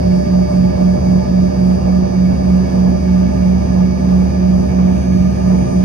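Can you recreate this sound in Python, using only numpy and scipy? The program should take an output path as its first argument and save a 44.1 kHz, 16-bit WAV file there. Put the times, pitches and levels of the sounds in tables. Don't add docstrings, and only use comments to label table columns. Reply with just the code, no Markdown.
import sys
import numpy as np
from scipy import signal
from scipy.fft import rfft, irfft, next_fast_len
from scipy.io import wavfile
from scipy.ndimage import map_coordinates

SR = 44100
rng = np.random.default_rng(int(sys.argv[2]) if len(sys.argv) > 2 else 0)


def dump_mix(stems):
    frames = np.atleast_2d(stems).T
    limited = np.clip(frames, -1, 1)
    pcm = np.round(limited * 32767).astype(np.int16)
    wavfile.write(sys.argv[1], SR, pcm)


N = 257544
TIME, BIN_HZ = np.arange(N) / SR, np.fft.rfftfreq(next_fast_len(N), 1 / SR)

# frequency in Hz, relative spectral level in dB.
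AIRFRAME_RUMBLE = [(20, -24.5), (42, -21.5), (57, -1.5), (85, -0.5), (120, -4.5), (150, 3), (200, -4),
                   (255, 0.5), (285, -7.5), (400, -11.5), (520, -36.5), (2000, -88)]
EXHAUST_ROAR = [(250, -14), (380, -8.5), (460, -0.5), (620, 3.5), (780, -1), (900, -6.5), (1050, -10.5),
                (1180, -14.5), (1320, -18), (4000, -83)]
INTAKE_RUSH = [(400, -51), (900, -20.5), (1300, -7), (1620, 3.5), (2050, -7.5), (2600, -4), (3100, -11.5),
               (3600, -11), (4400, -15), (5200, -21), (9000, -59)]
COMPRESSOR_SIZZLE = [(2500, -48.5), (4400, -8.5), (4950, -2.5), (5200, -4), (5500, -3), (6050, -6),
                     (6350, -15), (9000, -50.5)]
AIR_HISS = [(4000, -20.5), (6300, -2), (7200, -1), (7900, -3.5), (8500, 1.5), (9500, 0.5), (10150, -3.5),
            (11000, -7.5), (13200, -9), (14200, -27)]
# frequency in Hz, left over right in dB.
NOISE_BALANCE = [(60, 0), (150, 4), (230, -2.5), (300, -3), (420, 4), (560, -0.5), (780, -5), (1100, -0.5),
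                 (2600, -3), (4900, -2), (5800, -8), (7300, -6.5), (8700, -0.5), (10000, 7), (11500, -0.5)]
# centre in Hz, half-width in Hz, level in dB, left over right in dB, gust depth in dB.
BLADE_BANDS = [(359, 15, -35, -2, 0.9), (864, 20, -43.5, -1, 3.5), (1194.7, 19, -46, -1.5, -1),
               (1708, 18, -47, -4.5, 1.2), (1880, 56, -60, -2.5, 3), (2237, 19, -49.5, -5, 1.2),
               (2777, 14, -61, -4, 3.5), (3306, 20, -62, -12, 2), (3830, 16, -68, -4.5, 2)]
# pitch in Hz, level in dB, left over right in dB.
PUMP_TONES = [(85.3, -41.5, 3), (111.3, -31.5, -0.5), (134, -29.5, 1), (225.2, -40, -3), (411, -53.5, 0.5),
              (676, -44, 12), (774, -49, 5.5), (877, -53, -5.5), (5656, -71, -10.5)]
# start in seconds, level in dB.
JOINTS = [(4.786, -23.5), (5.517, -27.5)]
# frequency in Hz, relative spectral level in dB.
SHUDDER_COLOUR = [(200, -13), (350, -4.5), (480, 1.5), (800, 1), (1200, -14.5), (2200, -33), (6000, -86)]
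KNOCK_COLOUR = [(200, -20), (600, 0), (1300, -5), (2200, -11), (4000, -38), (10000, -78)]
# multiple of fan speed, level at mid-scene in dB relative
# to the drone, left over right in dB, growth in dB per second.
FAN_HARMONICS = [(2, 0.5, 0.8, 0), (3, -15.5, 1, -3)]
# multiple of the gear rate, level at mid-scene in dB,
# left over right in dB, growth in dB per second.
FIRST_GEARBOX = [(1, -30.5, -3.5, 0.5), (2, -53.5, 3, 1.5), (3, -58.5, -8.5, 0.5), (6, -64, -10.5, -0.5),
                 (7, -63.5, -3, -1), (8, -55, 5, 0), (9, -68, 2.5, 0), (10, -56.5, -15, -0.2),
                 (11, -72.5, 0.5, 2.5)]
SECOND_GEARBOX = [(1, -29, -3.4, -2.04), (2, -60, 5, -0.3), (3, -54, 4.5, 0.28), (4, -55, -4, 0.93),
                  (5, -65.5, -4.5, 1.5), (7, -64, -0.5, 0.37), (8, -46.5, -4, -0.92), (9, -59.5, -10.5, -2),
                  (10, -55, -15, 0.78), (11, -65.5, -4.5, -0.5)]
# time in seconds, shaft speed in Hz.
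FIRST_SHAFT_SPEED = [(0, 184.755), (4.6, 184.56), (5.84, 184.97)]
# multiple of shaft speed, level in dB relative to the hum, left over right in dB.
FIRST_HUM = [(1, -0.5, -5.5), (2, -27, -0.5), (3, -30.5, 12), (4, -37, -6)]
SECOND_HUM = [(1, 1.5, -2), (2, -18, -1.5), (3, -26.5, -10.5), (4, -45, 3), (26, -42, -6.5)]
# frequency in Hz,
# coherence from 0 to 1.
STEREO_COHERENCE = [(60, .995), (100, 1), (150, 0.66), (230, 0.93), (340, 0.3), (500, 0.44), (730, 0.8),
                    (1100, 0.21), (1700, 0.48), (2600, .4), (5500, 0.31), (9500, 0.17), (11500, 0.89)]
# frequency in Hz, lead of the left in radians.
STEREO_LEAD = [(70, -0.1), (135, -0.6), (183, -0.85), (260, -.8), (360, -1.27), (480, 0), (590, -3.5),
               (630, -3.5), (800, -3), (1200, -5), (1700, -3.5), (2300, -5.5), (3900, -4), (4800, -7.65),
               (6050, -4), (7000, -4.5), (11000, -6.2)]
# frequency in Hz, relative weight in dB.
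SHADOWED_TREBLE = [(1000, -22), (2200, -9.5), (3500, -3.5), (5000, -19.5), (5700, -9), (6100, 4),
                   (6400, -1.5), (6700, 11), (7000, -1.5), (7900, -15.5), (8500, 0.5), (9450, 0), (9800, 0),
                   (10100, 0.5), (11200, -24.5)]

SWING_AT_S, SWING_HALF_S = 5.14, 0.31


def from_db(db):
    return 10 ** (np.asarray(db) / 20)


def unit_rms(x):
    return x / np.sqrt(np.mean(x ** 2) + 1e-20)


def bell(at_s, half_s):
    return np.exp(-((TIME - at_s) / half_s) ** 2)


def at_hz(table, hz=BIN_HZ):
    known_hz, values = np.transpose(table)
    return np.interp(np.log(np.maximum(hz, 1)), np.log(known_hz), values)


def white_spectrum(bins=len(BIN_HZ)):
    return rng.standard_normal(bins) + 1j * rng.standard_normal(bins)


def drift(rate_hz):
    bins = 4096
    slow = irfft(white_spectrum(bins) / (1 + (BIN_HZ[:bins] / rate_hz) ** 2))
    return unit_rms(np.interp(TIME, np.linspace(0, TIME[-1], len(slow)), slow))


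def panned(pan_db):
    return from_db(np.array([[.5], [-.5]]) * pan_db)


def stereo_noise(spectral_gain, pan_db):
    coherence = np.clip(at_hz(STEREO_COHERENCE), 0, 1)
    right = white_spectrum()
    shared = coherence * right * np.exp(1j * at_hz(STEREO_LEAD))
    left = shared + np.sqrt(1 - coherence ** 2) * white_spectrum()
    return unit_rms(irfft(np.array([left, right]) * spectral_gain * panned(pan_db))[:, :N])


def stereo_tone(hz, level_db, pan_db, start_turns=0):
    hz = hz * np.ones(N)
    phase = 2 * np.pi * (np.cumsum(hz) / SR + start_turns)
    lead = np.array([[.5], [-.5]]) * at_hz(STEREO_LEAD, hz.mean())
    return np.sqrt(2) * from_db(level_db) * panned(pan_db) * np.sin(phase + lead)


def flow_noise(colour, level_db, flutter_db=1.0):
    noise = stereo_noise(from_db(at_hz(colour)), at_hz(NOISE_BALANCE))
    return from_db(level_db + flutter_db * drift(6.2)) * noise


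def cabin_bed():
    rumble = flow_noise(AIRFRAME_RUMBLE, level_db=-20.5)
    roar = flow_noise(EXHAUST_ROAR, level_db=-29.5, flutter_db=1.76)
    rush = flow_noise(INTAKE_RUSH, level_db=-44.5)
    sizzle_db = -50.5 + 0.15 * TIME - 3.5 * bell(SWING_AT_S, SWING_HALF_S)
    sizzle = flow_noise(COMPRESSOR_SIZZLE, sizzle_db, flutter_db=1.1)
    hiss = flow_noise(AIR_HISS, level_db=-54)
    return rumble + roar + rush + sizzle + hiss


def blade_bands():
    bands = 0
    for hz, half_width_hz, db, pan_db, gust_db in BLADE_BANDS:
        peak = 1 / (1 + ((BIN_HZ - hz) / half_width_hz) ** 2)
        bands += from_db(db + gust_db * drift(14)) * stereo_noise(peak, pan_db)
    return bands


def pumps():
    return sum(stereo_tone(hz * (1 + 0.00092 * drift(3)), db + 0.22 * drift(3.2), pan_db)
               for hz, db, pan_db in PUMP_TONES)


def wheel_bumps(rise_s=0.0021, shudder_decay_s=0.05, knock_decay_s=0.005):
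    shudder_envelope = knock_envelope = 0
    for start_s, db in JOINTS:
        age = np.maximum(TIME - start_s, 0)
        shudder_envelope += from_db(db) * (1 - np.exp(-age / rise_s)) * np.exp(-age / shudder_decay_s)
        knock_envelope += from_db(db - 2) * (age > 0) * np.exp(-age / knock_decay_s)
    shudder = shudder_envelope * stereo_noise(from_db(at_hz(SHUDDER_COLOUR)), pan_db=-2)
    knock = knock_envelope * stereo_noise(from_db(at_hz(KNOCK_COLOUR)), pan_db=0)
    return shudder + knock


def rotor_harmonics(rate_hz, harmonics, waver_db, waver_hz):
    tones = 0
    for multiple, db, pan_db, db_per_s in harmonics:
        level_db = db + db_per_s * (TIME - TIME.mean()) + waver_db * drift(waver_hz)
        tones += stereo_tone(multiple * rate_hz, level_db, pan_db, rng.random())
    return tones


def fan_drone(fan_hz=35.6, loudest_s=4, period_s=5.9):
    level_db = -23.5 + 2.5 * np.cos(2 * np.pi * (TIME - loudest_s) / period_s)
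    return from_db(level_db) * rotor_harmonics(fan_hz, FAN_HARMONICS, waver_db=1.03, waver_hz=6.8)


def gear_whine(first_hz, second_hz, gear_ratio=3.311):
    first = rotor_harmonics(gear_ratio * first_hz, FIRST_GEARBOX, waver_db=1.7, waver_hz=3.8)
    second = rotor_harmonics(gear_ratio * second_hz, SECOND_GEARBOX, waver_db=0.65, waver_hz=3)
    return first + second


def shaft_hum(shaft_hz, hum_db, harmonics, start_turns, waver_db):
    return sum(stereo_tone(multiple * shaft_hz, hum_db + db - waver_db * drift(0.67), pan_db, start_turns)
               for multiple, db, pan_db in harmonics)


def core_throb(first_hz, second_hz, settle_s=0.62):
    unsettled = np.exp(-TIME / settle_s)
    first_db, second_db = -14.1 - 2.6 * unsettled, -20.5 + 5 * unsettled
    first = shaft_hum(first_hz, first_db, FIRST_HUM, start_turns=0, waver_db=0.2)
    second = shaft_hum(second_hz, second_db, SECOND_HUM, start_turns=0.53, waver_db=0.6)
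    return first + second


def engines(second_set_hz=182.3, short_hz=1.82, spool_s=4):
    first_hz = np.interp(TIME, *np.transpose(FIRST_SHAFT_SPEED))
    second_hz = second_set_hz - short_hz * np.exp(-TIME / spool_s)
    return core_throb(first_hz, second_hz) + gear_whine(first_hz, second_hz) + fan_drone()


def mic_swing(tones, peak_lag_s=0.000038):
    left, right = tones
    lag_s = peak_lag_s * bell(SWING_AT_S, SWING_HALF_S)
    late_left = map_coordinates(left, [(TIME - lag_s) * SR], order=3, mode="nearest")
    return np.array([late_left, right])


def scene():
    return cabin_bed() + mic_swing(engines()) + pumps() + blade_bands() + wheel_bumps()


def record(dry):
    turn_start_s, turn_s, cutoff_hz = 4.8, 0.85, 14260
    left, right = dry
    turned = np.clip((TIME - turn_start_s) / turn_s, 0, 1)
    opening_db = -0.8 + 5.5 * turned - 4.5 * bell(at_s=5.3, half_s=0.065)
    treble = irfft(rfft(left, next_fast_len(N)) * from_db(at_hz(SHADOWED_TREBLE)))[:N]
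    stereo = np.array([left + (from_db(opening_db) - 1) * treble, right])
    lowpass = signal.ellip(10, .1, 90, cutoff_hz, fs=SR, output="sos")
    return signal.sosfilt(lowpass, stereo)


dry = scene()
out = record(dry)
dump_mix(out)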